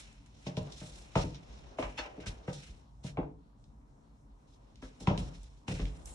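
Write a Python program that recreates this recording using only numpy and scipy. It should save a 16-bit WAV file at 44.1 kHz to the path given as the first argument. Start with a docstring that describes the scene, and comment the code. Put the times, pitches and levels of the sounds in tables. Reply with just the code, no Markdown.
"""Footsteps in a bare bedroom

Someone walks slowly about on floating laminate, stops for a while, then walks on.
Heel and toe blows ring the floor as fading sine waves; sharp clicks tick on the planks.
Sliding soles and brushing cloth are shaped hiss; one sole squeaks in overtones, then drags with a groan.
The small room adds a short noise-like tail, over the low coloured-noise murmur of house and street."""
import sys
import numpy as np
from scipy import signal
from scipy.fft import rfft, irfft, next_fast_len
from scipy.io import wavfile
from scipy.ndimage import uniform_filter1d

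SR = 44100
rng = np.random.default_rng(int(sys.argv[2]) if len(sys.argv) > 2 else 0)


def generate_wav(sig):
    """Save sig (samples, or channels by samples) to the path in sys.argv[1] as 16-bit PCM at SR."""
    pcm = np.round(np.clip(np.atleast_2d(sig).T, -1, 1) * 32767).astype(np.int16)
    wavfile.write(sys.argv[1], SR, pcm)


N = 270979

# murmur of house and street, colour before scaling: (f/Hz, level/dB per Hz)
HOUSE_COLOUR = [(18, -38), (30, -9.5), (53, -1), (76, -14.5), (153, -11), (182, -22.5), (212, -13),
                (253, -21.5), (286, -15), (317, -31.5), (550, -46), (930, -28.5), (1830, -53.5),
                (4290, -47.5), (12000, -55.5), (15600, -114), (22000, -120)]
HOUSE_DB = -57
# boards creeping under shifting weight: (t/s, joist level/dB, board level/dB)
FLOOR_SWAY = [(0, -59, -63), (.2, -80, -70.5), (.48, -78, -64.5), (.7, -57, -56.5), (.94, -57, -60.5),
              (1.67, -51, -58), (1.81, -62, -61.5), (2.02, -59, -56.5), (2.5, -61.5, -60.5),
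              (2.901, -59.5, -72), (3.23, -55, -65.5), (3.56, -74, -75), (4.5, -78.5, -68),
              (4.86, -73, -70), (5.15, -44, -50), (5.27, -44, -60), (5.65, -67.5, -67), (5.86, -40, -56.5),
              (6.14, -53, -58.5)]
# a sole lands and slides: (t/s, level/dB, slide/s, time to fade 20 dB/s,
# top range against the level/dB, lower rasp against the level/dB)
SOLE_SCUFFS = [(0, -53.5, 0.0033, 0.0752, -5, -4.5), (.262, -71, 0, 0, -0.5, 2),
               (0.468, -54, 0.0036, 0.08, -10.5, 0.5), (0.57, -50.5, 0.0022, 0.05, -8.5, -0.5),
               (0.723, -54.5, 0.0054, 0.05, -8, -8), (1.158, -48, 0.048, 0.13, -8.5, -3),
               (1.349, -58.5, 0.0089, .05, -15, -4), (1.788, -57.5, 0.0048, 0.25, -5.5, 6.5),
               (1.827, -54.5, 0, 0.05, -20, 10), (1.981, -47.5, 0.013, 0.09, -14.5, 4.5),
               (2.04, -61.5, 0.0042, 0.11, -15, 10.5), (2.207, -60.5, 0.0099, 0.04, -10, 4.5),
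               (2.266, -46, 0.0082, 0.0739, -7.5, -2), (2.478, -63, 0.025, 0.16, -7, 3.5),
               (2.533, -50, 0, 0.1, -8, -7), (3.04, -55, 0.047, 0.05, -5.5, -3.5),
               (4.822, -60, 0.0088, 0.11, -6.5, -8), (5.005, -56, 0, 0.17, -10, -9),
               (5.073, -51, 0, 0.1347, -18.5, 5), (5.177, -54, 0, 0.19, -4.5, -4),
               (5.683, -50.5, 0.004, 0.19, -4.5, 2.5), (5.789, -55, 0, 0.22, -11, 0),
               (6.059, -64, 0.031, .2, 9.5, -2)]
# cloth brushes as a leg swings: (t at full level/s, level/dB, hold/s, time to fade 20 dB/s,
# top range against the level/dB, rasp against the level/dB, time to rise 20 dB/s); short times are raised below
CLOTH_BRUSHES = [(.05, -66, 0.024, 0.27, -8, 0.5, 2), (.46, -62.5, 0.017, -0.2, -4.5, -3, 0.09),
                 (.62, -64.5, 0, 0.6, -11, -2.5, 0.6), (0.778, -59.5, 0.21, 0.22, -3, -6.5, 0.13),
                 (1.143, -68, .01, 0.3, -9, 2.5, 0.3), (1.563, -66, 0, 0.5, -10.5, 0.5, 0.8),
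                 (1.773, -70, 0.067, -1.2, -8, 5.5, -0.3), (2.145, -75, .05, 0.5, -15, 7.5, 0.3),
                 (2.47, -70, 0.064, 0.26, -11, -2.5, 1), (2.582, -61, 0.081, 0.18, -6, -2, -0.02),
                 (4.48, -73, 0.065, -0.26, -7, -8, 0.03), (4.99, -74, 0, 0.5, -7, 0, 0.75),
                 (5.352, -64, 0.0023, 0.1, -5.5, -5, 0.05), (5.443, -69.5, 0, 0.3, -5.5, -4, 0.4),
                 (5.88, -75, 0.15, 3, 4.5, -12, -0.05)]
# colour of the sliding hiss before its ranges are levelled: (f/Hz, level/dB per Hz)
SOLE_COLOUR = [(650, -32), (1100, 4.5), (1430, -11.5), (1830, -11.5), (1990, -9.5), (2190, -8.5),
               (2960, -6), (3550, -1), (4740, -3.5), (5340, -1), (7820, -11), (8550, -14.5), (9360, -12.5),
               (10600, -17), (12000, -30), (15600, -76), (22000, -120)]
SCUFF_RISE_S = 0.0089  # to rise 20 dB
SHORTEST_RISE_S, SHORTEST_FADE_S = 0.002, 0.05  # for a change of 20 dB
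# the sole drags on after the squeak, its groan sinking as it slows: (t/s, centre f/Hz, level/dB)
SOLE_DRAG = [(1.99, 900, -73.5), (2.02, 850, -48), (2.1, 780, -57.5), (2.19, 497.4, -56), (2.25, 442, -66)]
DRAG_ROUGHNESS_HZ = 220  # how often the random slips change; faster means a wider band
# rubber squeaking as a sole twists: (t/s, slip rate f/Hz before a small wobble, level/dB)
SOLE_SQUEAK = [(1.977, 883, -48), (1.986, 871, -38.5), (1.996, 870, -43.5), (2.02, 868, -54)]
# overtones of the squeak against each other: (multiple of the slip rate, level/dB)
SQUEAK_OVERTONES = [(1, 1.5), (2, -1), (3, 3), (4, 1), (5, -3.5), (6, -6)]
# heel-edge, grit and sole ticks: (t/s, click peak level/dB, centre f/Hz)
SOLE_TICKS = [(0.1277, -51.5, 5940), (0.2619, -52.5, 5000), (0.5691, -31, 2820), (0.6295, -50, 6900),
              (0.673, -47, 2620), (0.7228, -38, 3970), (1.1548, -26, 1980), (1.156, -24, 690),
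              (1.3463, -41, 3670), (1.786, -36, 1490), (1.826, -31, 2200), (2.202, -46, 2170),
              (2.2608, -40, 5470), (2.53, -42, 5160), (3.043, -53, 4270), (3.172, -36.5, 1680),
              (3.231, -41, 800), (3.641, -56, 4310), (4.7575, -48, 3940), (5.0724, -25, 2320),
              (5.0735, -23, 690), (5.076, -40, 5100), (5.1772, -29, 3270), (5.432, -46, 6600),
              (5.681, -32, 2500), (5.682, -31, 590), (5.7405, -41, 6060), (5.79, -49, 5400),
              (5.801, -38, 2820), (5.8543, -35, 2850), (5.8552, -47, 5570), (6.0574, -32.5, 7240)]
TICK_GRIT_DB, TICK_T60_S = -9.5, 0.019  # crumbling against the click; time to fade 60 dB
# heel and toe blows: (t/s, plank knock level at 500 Hz/dB, hardness/dB per octave, joist boom level/dB,
# board boom level/dB, sole crack level/dB, share of the full ring time, contact/ms)
FOOT_BLOWS = [(0.463, -42.5, 1, -63, -32.5, -69, 0.75, 2.1), (0.57, -40, -0.5, -33, -25.5, -52, 0.57, 0.96),
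              (0.812, -51.5, -1, -56, -40, -49, 0.84, 1.6),
              (1.155, -27.5, 3.5, -24.5, -26, -29.5, 0.59, 0.76),
              (1.234, -45.5, -8.5, -29.5, -33.5, -51, 0.71, 0.49),
              (1.784, -29.5, 4, -38, -53, -36.5, 0.49, 3.9),
              (1.824, -44.5, 14.5, -29.5, -46, -37, 0.66, 1.8), (1.982, -40, 2, -41, -63, -27, 0.63, 7.3),
              (2.05, -51, 12, -64, -63, -48, 0.82, 2.5), (2.176, -48.5, -4.5, -47, -48.5, -65, 0.99, 1.5),
              (2.234, -65, -1, -54, -52, -46, 0.44, 1.3), (2.26, -47.5, -2.5, -23, -34.5, -35, 0.38, 2.9),
              (2.478, -39, 2, -68, -35, -41, 0.62, 1.3), (2.683, -68, -8, -33.5, -95, -69, 0.5, 1.3),
              (3.041, -48.5, -2, -71, -34.5, -69, 0.75, 1.2), (3.171, -39, 8, -62, -28.5, -41, 0.62, 1.1),
              (3.185, -31, -3.5, -33, -38.5, -46, 0.38, 0.71), (3.231, -53, 7, -58, -53, -67, 0.37, 0.73),
              (3.813, -82, -3, -40, -64, -71, 0.53, 1.7), (4.823, -51, -2.5, -40, -54, -46, 0.91, 1.5),
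              (5.004, -50, -4, -43, -44, -77.5, 0.98, 2.6), (5.073, -27, 1, -29, -20, -33, 0.4, 0.69),
              (5.104, -34.5, 0, -45, -24, -66, 0.64, 0.77),
              (5.176, -44, -4.5, -27, -35.5, -54.5, 0.77, 1.2),
              (5.225, -64.5, -19, -39, -56, -69, 0.8, 1.5), (5.679, -37, -5, -48, -32.5, -42.5, 0.45, 0.21),
              (5.706, -43.5, -7, -30, -35.5, -71, 0.96, 1.6), (5.794, -39, -5.5, -20, -38, -39, 0.43, 1.7),
              (5.815, -49, -11, -32, -36, -64, 1, 2.7)]
# where a blow's six levels apply, joist boom to sole crack: (f/Hz)
BLOW_POINTS_HZ = [55, 140, 280, 500, 900, 2500]
# what the floor rings with: (f/Hz, level against the blow/dB, full time to fade 60 dB/s)
FLOOR_MODES = [(46.5, -2, 0.37), (59, -4, 0.2), (81.6, -7.5, 0.51), (107.4, -2, 0.39), (124.5, -6, 0.37),
               (142.75, 4, 0.28), (172.3, -1.5, 0.47), (215.5, -4.5, 0.29), (266.5, -0.5, 0.21),
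               (298.3, -4, 0.25), (344.8, -6, 0.25), (417.8, -4, 0.14), (441.6, -3, 0.24),
               (492.2, -1.5, 0.14), (560.5, -7.5, 0.27), (611.4, -2, 0.14), (709.4, -2, 0.11),
               (796, -6.5, 0.15), (897, -5, 0.079), (1009, -9.5, .12), (1103, -5.5, 0.041),
               (1259, -5, 0.043), (1424, -16, 0.036), (1630, -10, 0.014), (1963, -7.5, 0.036),
               (2200, -12, 0.018), (2664, -10, 0.03)]
RISE_CYCLES = 0.21  # build-up time of a mode, in cycles of its tone
SPOT_DB = 2.5  # random spread of mode levels from spot to spot
TRAVEL_S, HEAD_START_S = 0.0079, 0.00206  # travel time of 140 Hz bending waves; taken off all travel times
FREE_RING_S, SETTLE_S, SETTLE_DB = 0.039, 0.0049, -4  # when, how gradually and how far the foot mutes
# range of the crack: (lower f/Hz, upper f/Hz)
CRACK_RANGE_HZ = (800, 3600)
CRACK_DB, CRACK_T60_S = -5.5, 0.12  # added to each blow's crack level; full time to fade 60 dB
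# how long the room's tail rings: (f/Hz, time to fade 60 dB/s)
TAIL_T60 = [(60, 0.76), (250, 0.52), (1000, 0.25), (4000, 0.28), (10000, 0.062)]
# how strong the tail is against the direct sound: (f/Hz, level/dB)
TAIL_DB = [(60, -13.5), (250, -7), (1000, 2), (4000, -4.5)]
PORT_LAG_S = 0.00014
# how alike left and right are in diffuse sound: (f/Hz, likeness from -1 to 1)
LEFT_RIGHT_ALIKE = [(60, 0.92), (150, 0.94), (300, 0.85), (600, -0.24), (1200, -0.18), (2600, -0.38),
                    (5500, 0.44), (11000, -0.7)]
# how the two ports differ: (f/Hz, left minus right level/dB)
PORT_DIFFERENCE = [(60, 0.5), (110, 1), (190, 0.5), (350, 1.5), (620, 1.5), (1120, 2.0), (2000, 1),
                   (3590, -2), (6450, -0.5), (11600, 1.5)]
NOTCH_HZ, NOTCH_WIDTH_HZ = 4734, 265
TOP_HZ = 12177


def undb(db):
    """Gain of a level in dB."""
    return 10 ** (np.asarray(db) / 20)


def along(table, hz):
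    """Value of a (Hz, value) table on a log-frequency axis."""
    points = np.array(table, float)
    return np.interp(np.log(np.maximum(hz, 1)), np.log(points[:, 0]), points[:, 1])


def band(x, lo_hz, hi_hz):
    """Keep only the sound between two frequencies (band-pass)."""
    sos = signal.butter(2, [lo_hz, min(hi_hz, .45 * SR)], "band", fs=SR, output="sos")
    return signal.sosfilt(sos, x)


def split(x, edges_hz):
    """Bands between the edges, cross-faded over a third of an octave so that they add up without dips."""
    size = x.shape[-1]
    fast = next_fast_len(size)
    octave = np.log2(np.fft.rfftfreq(fast, 1 / SR) + 1e-9)
    spectrum = rfft(x, fast)
    above = [np.clip(.5 + 3 * (octave - np.log2(edge)), 0, 1) for edge in edges_hz]
    return [irfft(spectrum * (a - b), fast)[..., :size] for a, b in zip(above, above[1:])]


def unit(x):
    """Scaled to rms 1."""
    return x / x.std()


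def hiss(size, colour=((1, 0), (SR, 0))):
    """Two channels of coloured noise, as alike as the likeness table says at each frequency; rms 1."""
    fast = next_fast_len(size)
    hz = np.fft.rfftfreq(fast, 1 / SR)
    alike = np.clip(along(LEFT_RIGHT_ALIKE, hz), -1, 1)
    noise = rfft(rng.standard_normal((2, fast))) * undb(along(colour, hz))
    mid, side = noise * np.sqrt([1 + alike, 1 - alike])
    pair = irfft(np.array([mid + side, mid - side]), fast)[:, :size]
    return unit(pair)


def walk(rate):
    """Random levels, each held 1 / rate s, then smoothed into one another; spread near 1."""
    k = int(SR / rate)
    steps = np.repeat(rng.standard_normal(N // k + 1), k)
    return 1.4 * uniform_filter1d(uniform_filter1d(steps, k), k)[:N]


def add(out, s, sound):
    """Mix a sound in at time s."""
    i = int(s * SR)
    out[:, i:i + sound.shape[-1]] += sound[..., :N - i]


def house():
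    """Murmur of house and street: octave bands of noise swell together and flicker alone."""
    swell = walk(2.78)
    octaves = split(hiss(N, HOUSE_COLOUR), 20 * 2. ** np.arange(11))
    murmur = sum(b * undb(0.44 * swell + 2.3 * walk(20.97)) for b in octaves)
    return unit(murmur) * undb(HOUSE_DB)


def sway():
    """The loaded floor trembles between blows: a low joist band and a higher board band of noise."""
    s, joist_db, board_db = np.transpose(FLOOR_SWAY)
    t = np.arange(N) / SR
    push = hiss(N)
    joists = unit(band(push, 46.6, 61.0)) * undb(np.interp(t, s, joist_db) + 1.6 * walk(22))
    boards = unit(band(push, 200, 857)) * undb(np.interp(t, s, board_db) + 2.55 * walk(12))
    return joists + boards


def scuffs():
    """Stick-slip of rubber on the planks and brushing cloth: hiss of uneven grain, in three ranges."""
    t = np.arange(N) / SR
    power = np.zeros((3, N))  # rasp, middle, top
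    slides = [(*row, SCUFF_RISE_S) for row in SOLE_SCUFFS]
    for s, db, hold_s, fade_s, top_db, rasp_db, rise_s in slides + CLOTH_BRUSHES:
        near = slice(max(int((s - 1.5) * SR), 0), int((s + 1.5) * SR))
        since = t[near] - s
        rise_db = -20 * np.maximum(-since / max(rise_s, SHORTEST_RISE_S), 0)
        fade_db = -20 * np.maximum((since - hold_s) / max(fade_s, SHORTEST_FADE_S), 0)
        range_gain = undb([[rasp_db], [0], [top_db]])
        power[:, near] += undb(db + rise_db + fade_db) ** 2 * range_gain ** 2
    grains = hiss(N, SOLE_COLOUR) * undb(1.5 * walk(150))
    ranges = split(grains, [1300, 3000, 7000, 14000])
    return sum(unit(r) * undb(1.2 * walk(40)) * np.sqrt(p) for r, p in zip(ranges, power))


def drag():
    """Irregular slips of the sole: a narrow rough band that glides down."""
    s, hz, db = np.transpose(SOLE_DRAG)
    t = np.arange(N) / SR
    phase = 2 * np.pi * np.cumsum(np.interp(t, s, hz)) / SR
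    # random swings of a sine and a cosine spread the tone into a band, separately left and right
    slips = [walk(DRAG_ROUGHNESS_HZ) * np.cos(phase) + walk(DRAG_ROUGHNESS_HZ) * np.sin(phase)
             for port in "LR"]
    return unit(np.array(slips)) * undb(np.interp(t, s, db, left=-120, right=-120))


def squeak():
    """Regular slips of the rubber give a short stack of overtones that wobbles a little."""
    s, slip_hz, db = np.transpose(SOLE_SQUEAK)
    t = np.arange(N) / SR
    wobbly_hz = np.interp(t, s, slip_hz) * (1 + .014 * walk(400))
    phase = 2 * np.pi * np.cumsum(wobbly_hz) / SR
    stack = sum(undb(order_db + 4 * walk(150)) * np.sin(k * phase) for k, order_db in SQUEAK_OVERTONES)
    mono = unit(stack) * undb(np.interp(t, s, db, left=-120, right=-120))
    return np.tile(mono, (2, 1))


def ticks():
    """A hard edge or a grain snaps on the plank: one sharp broad click with a little crumbling after it."""
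    out = np.zeros((2, N))
    t = np.arange(SR // 10) / SR
    for s, peak_db, hz in SOLE_TICKS:
        click = band(1. * (t == 0), hz / 1.36, hz * 1.46)
        crumble = unit(band(hiss(len(t)), hz / 1.36, hz * 1.48))
        grit = crumble * undb(TICK_GRIT_DB - 60 * t / TICK_T60_S)
        add(out, s, (click / np.abs(click).max() + grit) * undb(peak_db))
    return out


def blows():
    """Every blow rings the floor modes, varied as by its spot; low modes build up slowly, so boom comes late."""
    out = np.zeros((2, N))
    t = np.arange(SR // 3) / SR
    hz, mode_db, t60 = (column[:, None] for column in np.transpose(FLOOR_MODES))
    # bending waves in the boards are slower the lower they are
    delay = np.maximum(TRAVEL_S * np.sqrt(140 / hz) - HEAD_START_S, 0)
    since = np.maximum(t - delay, 0)
    build_up = 1 - np.exp(-since * hz / RISE_CYCLES)
    # long waves start alike wherever the foot lands, short ones do not
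    scatter = np.minimum(hz / 500, 1)
    # the foot settles and mutes the plank
    mute = undb(SETTLE_DB * (1 + np.tanh((t - FREE_RING_S) / SETTLE_S)) / 2)
    for s, knock_db, hardness, joist_db, board_db, crack_db, ring, contact_ms in FOOT_BLOWS:
        knocks_db = knock_db + hardness * np.log2(np.array(BLOW_POINTS_HZ[2:5]) / 500)
        part_db = [joist_db, board_db, *knocks_db, crack_db]
        level_spot, pitch_spot, phase_spot = rng.standard_normal((3, len(FLOOR_MODES), 1))
        db = mode_db + along(list(zip(BLOW_POINTS_HZ, part_db)), hz) + SPOT_DB * level_spot
        ring = max(ring, .1)
        # the force rises with a time constant of half the contact time
        push = (1 - np.exp(-2000 * since / max(contact_ms, .1))) ** 2
        shape = push * build_up * undb(-60 * since / (t60 * ring))
        mode_hz = hz * (1 + 0.032 * scatter * pitch_spot)
        tones = np.sin(2 * np.pi * mode_hz * since + 1.62 * scatter * phase_spot)
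        modes = np.sum(undb(db) * shape * tones, axis=0) * mute
        # the dense upper modes of plank and sole merge into a short crack
        noise = rng.standard_normal(len(t))
        for _ in range(3):  # steeper edges with each pass
            noise = band(noise, *CRACK_RANGE_HZ)
        crack = push[-1] * unit(noise) * undb(crack_db + CRACK_DB - 60 * t / (CRACK_T60_S * ring))
        add(out, s, modes + crack)
    return out


def room(dry):
    """Direct sound, a little late at the second port, plus a diffuse tail whose bass rings longest."""
    t = np.arange(int(.6 * SR)) / SR
    edges = 30 * 2. ** np.arange(10)
    tail = 0
    for hz, diffuse in zip(np.sqrt(2) * edges, split(hiss(len(t)), edges)):
        fade = undb(-60 * t / along(TAIL_T60, hz)) * (1 - np.exp(-t / 0.0041))
        tail = tail + diffuse * fade / np.sqrt(np.sum(fade ** 2)) * undb(along(TAIL_DB, hz))
    late = np.interp(np.arange(N) - PORT_LAG_S * SR, np.arange(N), dry[1])
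    direct = np.array([dry[0], late])
    mono = dry.mean(axis=0, keepdims=True)
    return direct + signal.fftconvolve(mono, tail, axes=1)[:, :N]


def scene():
    """Blows and ticks ring the room; squeak and drag stay close; slides, sway and murmur are already diffuse."""
    background = house() + sway()
    soles = scuffs() + drag() + squeak()
    return background + soles + room(ticks() + blows())


def record(dry):
    """The two ports differ a little, one narrow band near 4.7 kHz is weakened; bass and top are cut."""
    fast = next_fast_len(N)
    tilt_db = along(PORT_DIFFERENCE, np.fft.rfftfreq(fast, 1 / SR)) / 2
    ports = irfft(rfft(dry, fast) * undb([tilt_db, -tilt_db]), fast)[:, :N]
    notched = signal.lfilter(*signal.iirnotch(NOTCH_HZ, NOTCH_HZ / NOTCH_WIDTH_HZ, SR), ports)
    low_cut = signal.sosfilt(signal.butter(5, 39, "high", fs=SR, output="sos"), notched)
    soft = signal.sosfilt(signal.butter(4, 10800, fs=SR, output="sos"), low_cut)
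    return signal.sosfilt(signal.ellip(8, .2, 70, TOP_HZ, fs=SR, output="sos"), soft)


dry = scene()
out = record(dry)
generate_wav(out)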